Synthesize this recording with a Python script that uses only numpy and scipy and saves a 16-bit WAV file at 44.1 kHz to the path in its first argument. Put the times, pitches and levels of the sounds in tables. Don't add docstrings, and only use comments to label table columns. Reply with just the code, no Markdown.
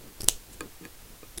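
import sys
import numpy as np
from scipy import signal
from scipy.fft import rfft, irfft, next_fast_len
from scipy.io import wavfile

SR = 44100
rng = np.random.default_rng(int(sys.argv[2]) if len(sys.argv) > 2 else 0)


def unload_wav(signal):
    wavfile.write(
        sys.argv[1],
        SR,
        np.round(np.clip(np.atleast_2d(signal).T, -1, 1) * 32767).astype(np.int16),
    )


N = 61739
TIME_S = np.arange(N) / SR
RING_S = TIME_S[:SR // 3]


def amp(db):
    return 10 ** (np.asarray(db) / 20)


def curve_at(curve, hz):
    f, value = np.transpose(curve)
    return np.interp(np.log(hz + 1), np.log(f + 1), value)


def coloured(x, spectrum):
    size = next_fast_len(len(x))
    gain = amp(curve_at(spectrum, np.fft.rfftfreq(size, 1 / SR)))
    y = irfft(rfft(x, size) * gain, size)[:len(x)]
    return y / np.sqrt(np.mean(y ** 2) + 1e-20)


def noise(spectrum, samples=N):
    return coloured(rng.standard_normal(samples), spectrum)


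def swell(centre_s, sigma_s):
    return np.exp(-.5 * ((TIME_S - centre_s) / sigma_s) ** 2)


def add(mix, start_s, sound):
    part = mix[round(start_s * SR):][:len(sound)]
    part += sound[:len(part)]


def decay(t60_s, t=RING_S):
    return np.exp(-np.log(1000) * t / t60_s)


def mode(hz, t60_s):
    return np.sin(2 * np.pi * hz * RING_S) * decay(t60_s)


# f/Hz, level/dB
HISS_SPECTRUM = [(10, 24), (30, 22), (55, 14.5), (100, 12.5), (170, 3.5), (350, 2.5), (600, 0), (1200, -2),
                 (3000, -3), (8000, -4), (15500, -4)]


def hiss(level_db=-48.5):
    return amp(level_db) * noise(HISS_SPECTRUM)


# centre t/s, sigma/s, rustle/dB, sway/dB
SHIFTS = [(0.056, 0.043, -50.5, -55), (0.217, .025, -56.5, -49), (0.266, 0.019, -54.5, -42),
          (0.332, 0.051, -63, -41), (0.532, 0.044, -56, -44.5), (0.641, 0.025, -45, -47),
          (0.843, .03, -52, -52), (1.1, .05, -56.5, -58.5), (1.395, 0.017, -50, -49)]
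# f/Hz, level/dB
RUSTLE_SPECTRUM = [(30, -28), (130, -2), (250, 0.5), (420, -1), (700, -15.5), (2000, -24.5), (6000, -49),
                   (16000, -56)]
# f/Hz, level/dB
SWAY_SPECTRUM = [(10, 0), (25, 1.5), (50, -11.5), (100, -16), (180, -33), (600, -63), (16000, -100)]


def sheet_shifts():
    rustle = sum(amp(db) * swell(t, sigma) for t, sigma, db, _ in SHIFTS)
    sway = sum(amp(db) * swell(t, sigma) for t, sigma, _, db in SHIFTS)
    return rustle * noise(RUSTLE_SPECTRUM) + sway * noise(SWAY_SPECTRUM)


def sheet_push(peak_s=.0012, ring_db=-6.5):
    u = RING_S / peak_s
    return -u * np.exp(1 - u) - amp(ring_db) * mode(hz=347.6, t60_s=.042)


# centre t/s, sigma/s, cracks/dB, ring f/Hz, ring/dB, push/dB
BITES = [(0.2055, .0011, -43, 5600, -46, -32), (0.2083, 0.00067, -30.5, 5350, -33, -41.5),
         (0.2133, 0.00206, -41, 5600, -52, -37), (.219, 0.001, -31, 10100, -44, -49),
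         (0.2339, 0.0011, -34.5, 8920, -50, -29.5), (0.2392, 0.0014, -44, 5500, -47, -45),
         (.2436, .001, -35.5, 11360, -31.5, -29.5), (0.263, .0004, -50, 8800, -52, -59),
         (.2828, 0.00071, -30.5, 11100, -40, -28.5), (1.3769, 0.0007, -33.5, 8600, -41, -36.5),
         (1.380, 0.00093, -39, 11100, -34, -40), (1.3823, 0.00048, -38, 3910, -33, -38),
         (1.3831, 0.0003, -39, 10930, -26, -61)]
# f/Hz, level/dB
CRUNCH_SPECTRUM = [(200, -10), (1000, -15.5), (2600, -10), (4000, -10.5), (5300, 2.5), (7200, -4),
                   (9500, 1), (11200, 0), (13000, -6), (16000, -14)]


def bites(cracks_per_s=7000, ring_t60_s=.0063):
    clicks = rng.choice([-1., 1.], N) * (rng.random(N) < cracks_per_s / SR)
    cracks = coloured(clicks, CRUNCH_SPECTRUM)
    out = np.zeros(N)
    for centre_s, sigma_s, cracks_db, ring_hz, ring_db, push_db in BITES:
        clump = swell(centre_s, sigma_s)
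        ring = signal.oaconvolve(clump * clicks, mode(ring_hz, ring_t60_s))[:N]
        ring *= np.linalg.norm(clump) / (np.linalg.norm(ring) + 1e-12)
        out += amp(cracks_db) * clump * cracks + amp(ring_db) * ring
        add(out, centre_s - sigma_s, amp(push_db) * sheet_push())
    return out


# f/Hz, T60/s
ROOM_T60 = [(200, 0.35), (1000, .2), (4000, 0.19), (8000, 0.23), (15000, 0.14)]


def room_tail(spectrum):
    hz, t, bands = signal.stft(noise(spectrum, len(RING_S)), SR, nperseg=256)
    bands = bands * decay(curve_at(ROOM_T60, hz)[:, None], t)
    tail = signal.istft(bands, SR, nperseg=256)[1]
    return tail / np.linalg.norm(tail)


# f/Hz, level/dB
ROOM_SPECTRUM = [(100, 7.5), (1500, 1.5), (2800, 7), (5000, 8), (6800, -3), (9000, -4), (15000, 7.5)]
# delay/s, level/dB
ECHOES = [(.0075, -27.5), (.0089, -20), (.0102, -23.5), (.0122, -27.5), (.0165, -49)]
TAIL_DELAY_S = .006


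def room(x, tail_db):
    response = np.zeros(SR // 2)
    add(response, TAIL_DELAY_S, amp(tail_db) * room_tail(ROOM_SPECTRUM))
    for delay_s, db in ECHOES:
        add(response, delay_s, amp([db]))
    return x + signal.fftconvolve(x, response)[:N]


# f/Hz, level/dB
CRACK_SPECTRUM = [(100, -32), (400, -1.5), (1200, -8), (2200, -15), (3000, 0), (4000, 5.5), (5000, -6),
                  (6200, 1), (8500, -6), (11000, -1), (13000, -5), (16000, -13)]
# f/Hz, level/dB, T60/s
BLADE_MODES = [(2974, -23, 0.021), (3110, -26.5, 0.017), (3830, -22.5, 0.0098), (5800, -12.5, 0.006),
               (6880, -11.5, 0.0076), (8354, 3, 0.0029), (9124, -0.5, 0.0041), (9670, -22, .0035)]
SNAP_S = .2855


def snap(crack_db=9, ring_db=2, push_db=-26, rise_s=.00032):
    hz = np.fft.rfftfreq(N, 1 / SR)
    lag_s, spread_s, knee_hz = .0002996, .0007, 2974
    arrival_s = SNAP_S + lag_s + spread_s * np.sqrt(knee_hz / np.maximum(hz, knee_hz))
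    phase_rad = -2 * np.pi * (np.cumsum(arrival_s) - arrival_s[0]) * hz[1]
    crack = irfft(amp(curve_at(CRACK_SPECTRUM, hz)) * np.exp(1j * phase_rad), N)
    out = amp(crack_db) * crack / np.linalg.norm(crack)
    ring = sum(amp(db) * mode(f, t60) for f, db, t60 in BLADE_MODES)
    ring *= np.minimum(RING_S / rise_s, 1)
    add(out, SNAP_S, amp(ring_db) * ring + amp(push_db) * sheet_push())
    return out


# f/Hz, level/dB
SNAP_REVERB_SPECTRUM = [(100, -4), (400, 0), (1000, -14), (2000, -11.5), (2900, 5), (4000, 0), (5000, 0),
                        (6600, 5.5), (9000, -0.5), (11000, -3), (15500, -4.5)]


def snap_reverb(level_db=-3):
    out = np.zeros(N)
    add(out, SNAP_S + TAIL_DELAY_S, amp(level_db) * room_tail(SNAP_REVERB_SPECTRUM))
    return out


# centre t/s, sigma/s, level/dB
SLIDES = [(0.536, 0.0099, -49), (1.394, 0.011, -53.5)]
# f/Hz, level/dB
STEEL_SPECTRUM = [(300, -16), (2500, -7), (5000, -3.5), (8000, 3), (11000, 0), (16000, -14)]


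def blade_slides():
    envelope = sum(amp(db) * swell(t, sigma) for t, sigma, db in SLIDES)
    return envelope * noise(STEEL_SPECTRUM)


# t/s, body/dB, tick/dB, rolloff/(dB/octave), struck spot f/Hz, spot/dB
KNOCKS = [(0.6074, -33, -22, -0.5, 1600, -31), (0.81, -51.5, -77, 7.5, 215, -46),
          (0.8246, -53.5, -70, 8.5, 330, -43), (0.839, -51, -53, -2, 1680, -47),
          (0.8526, -46.5, -34, -2, 1674, -38), (0.858, -58, -70, 6, 338, -37.5),
          (1.231, -46, -60, 0.5, 474, -36)]
# f/Hz, level/dB, T60/s
HANDLE_MODES = [(163, -10.5, 0.12), (290, -12, 0.05), (323.3, -0.5, 0.092), (440.4, -5.5, 0.12),
                (474.6, -7, 0.12), (894, -12.5, .06), (1064, -11, 0.084), (1250, -3.5, 0.059),
                (1746, -11, 0.057), (2140, -21, 0.044), (2466, 0.5, .026), (3456, -15.5, 0.056),
                (4480, -13, 0.085)]
# f/Hz, level/dB
TICK_SPECTRUM = [(300, -4), (800, -15), (1600, 4), (2600, 6), (3800, -15), (6000, -4), (8000, 2),
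                 (11000, -3.5), (16000, -16)]


def handle_knocks(rolloff_ref_hz=719):
    out = np.zeros(N)
    for start_s, body_db, tick_db, rolloff, spot_hz, spot_db in KNOCKS:
        body = np.zeros(len(RING_S))
        for hz, db, t60_s in HANDLE_MODES:
            tilted_db = db - rolloff * np.log2(hz / rolloff_ref_hz)
            body += rng.choice([-1, 1]) * amp(tilted_db) * mode(hz, t60_s)
        tick = noise(TICK_SPECTRUM, len(RING_S)) * decay(t60_s=.0056)
        spot = mode(spot_hz, t60_s=.028)
        add(out, start_s, amp(body_db) * body + amp(tick_db) * tick + amp(spot_db) * spot)
    return out


def scene():
    cutting = room(bites() + snap(), tail_db=-25.5) + snap_reverb()
    knocking = room(handle_knocks(), tail_db=-14.5)
    return (cutting + knocking + blade_slides() + sheet_shifts() + hiss())[None]


def record(dry):
    cutoff_hz = 15900
    lowpass = signal.firwin(511, cutoff_hz, window=("kaiser", 9), fs=SR)
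    return signal.oaconvolve(np.clip(dry, -1, 1), lowpass[None], "same")


dry = scene()
out = record(dry)
unload_wav(out)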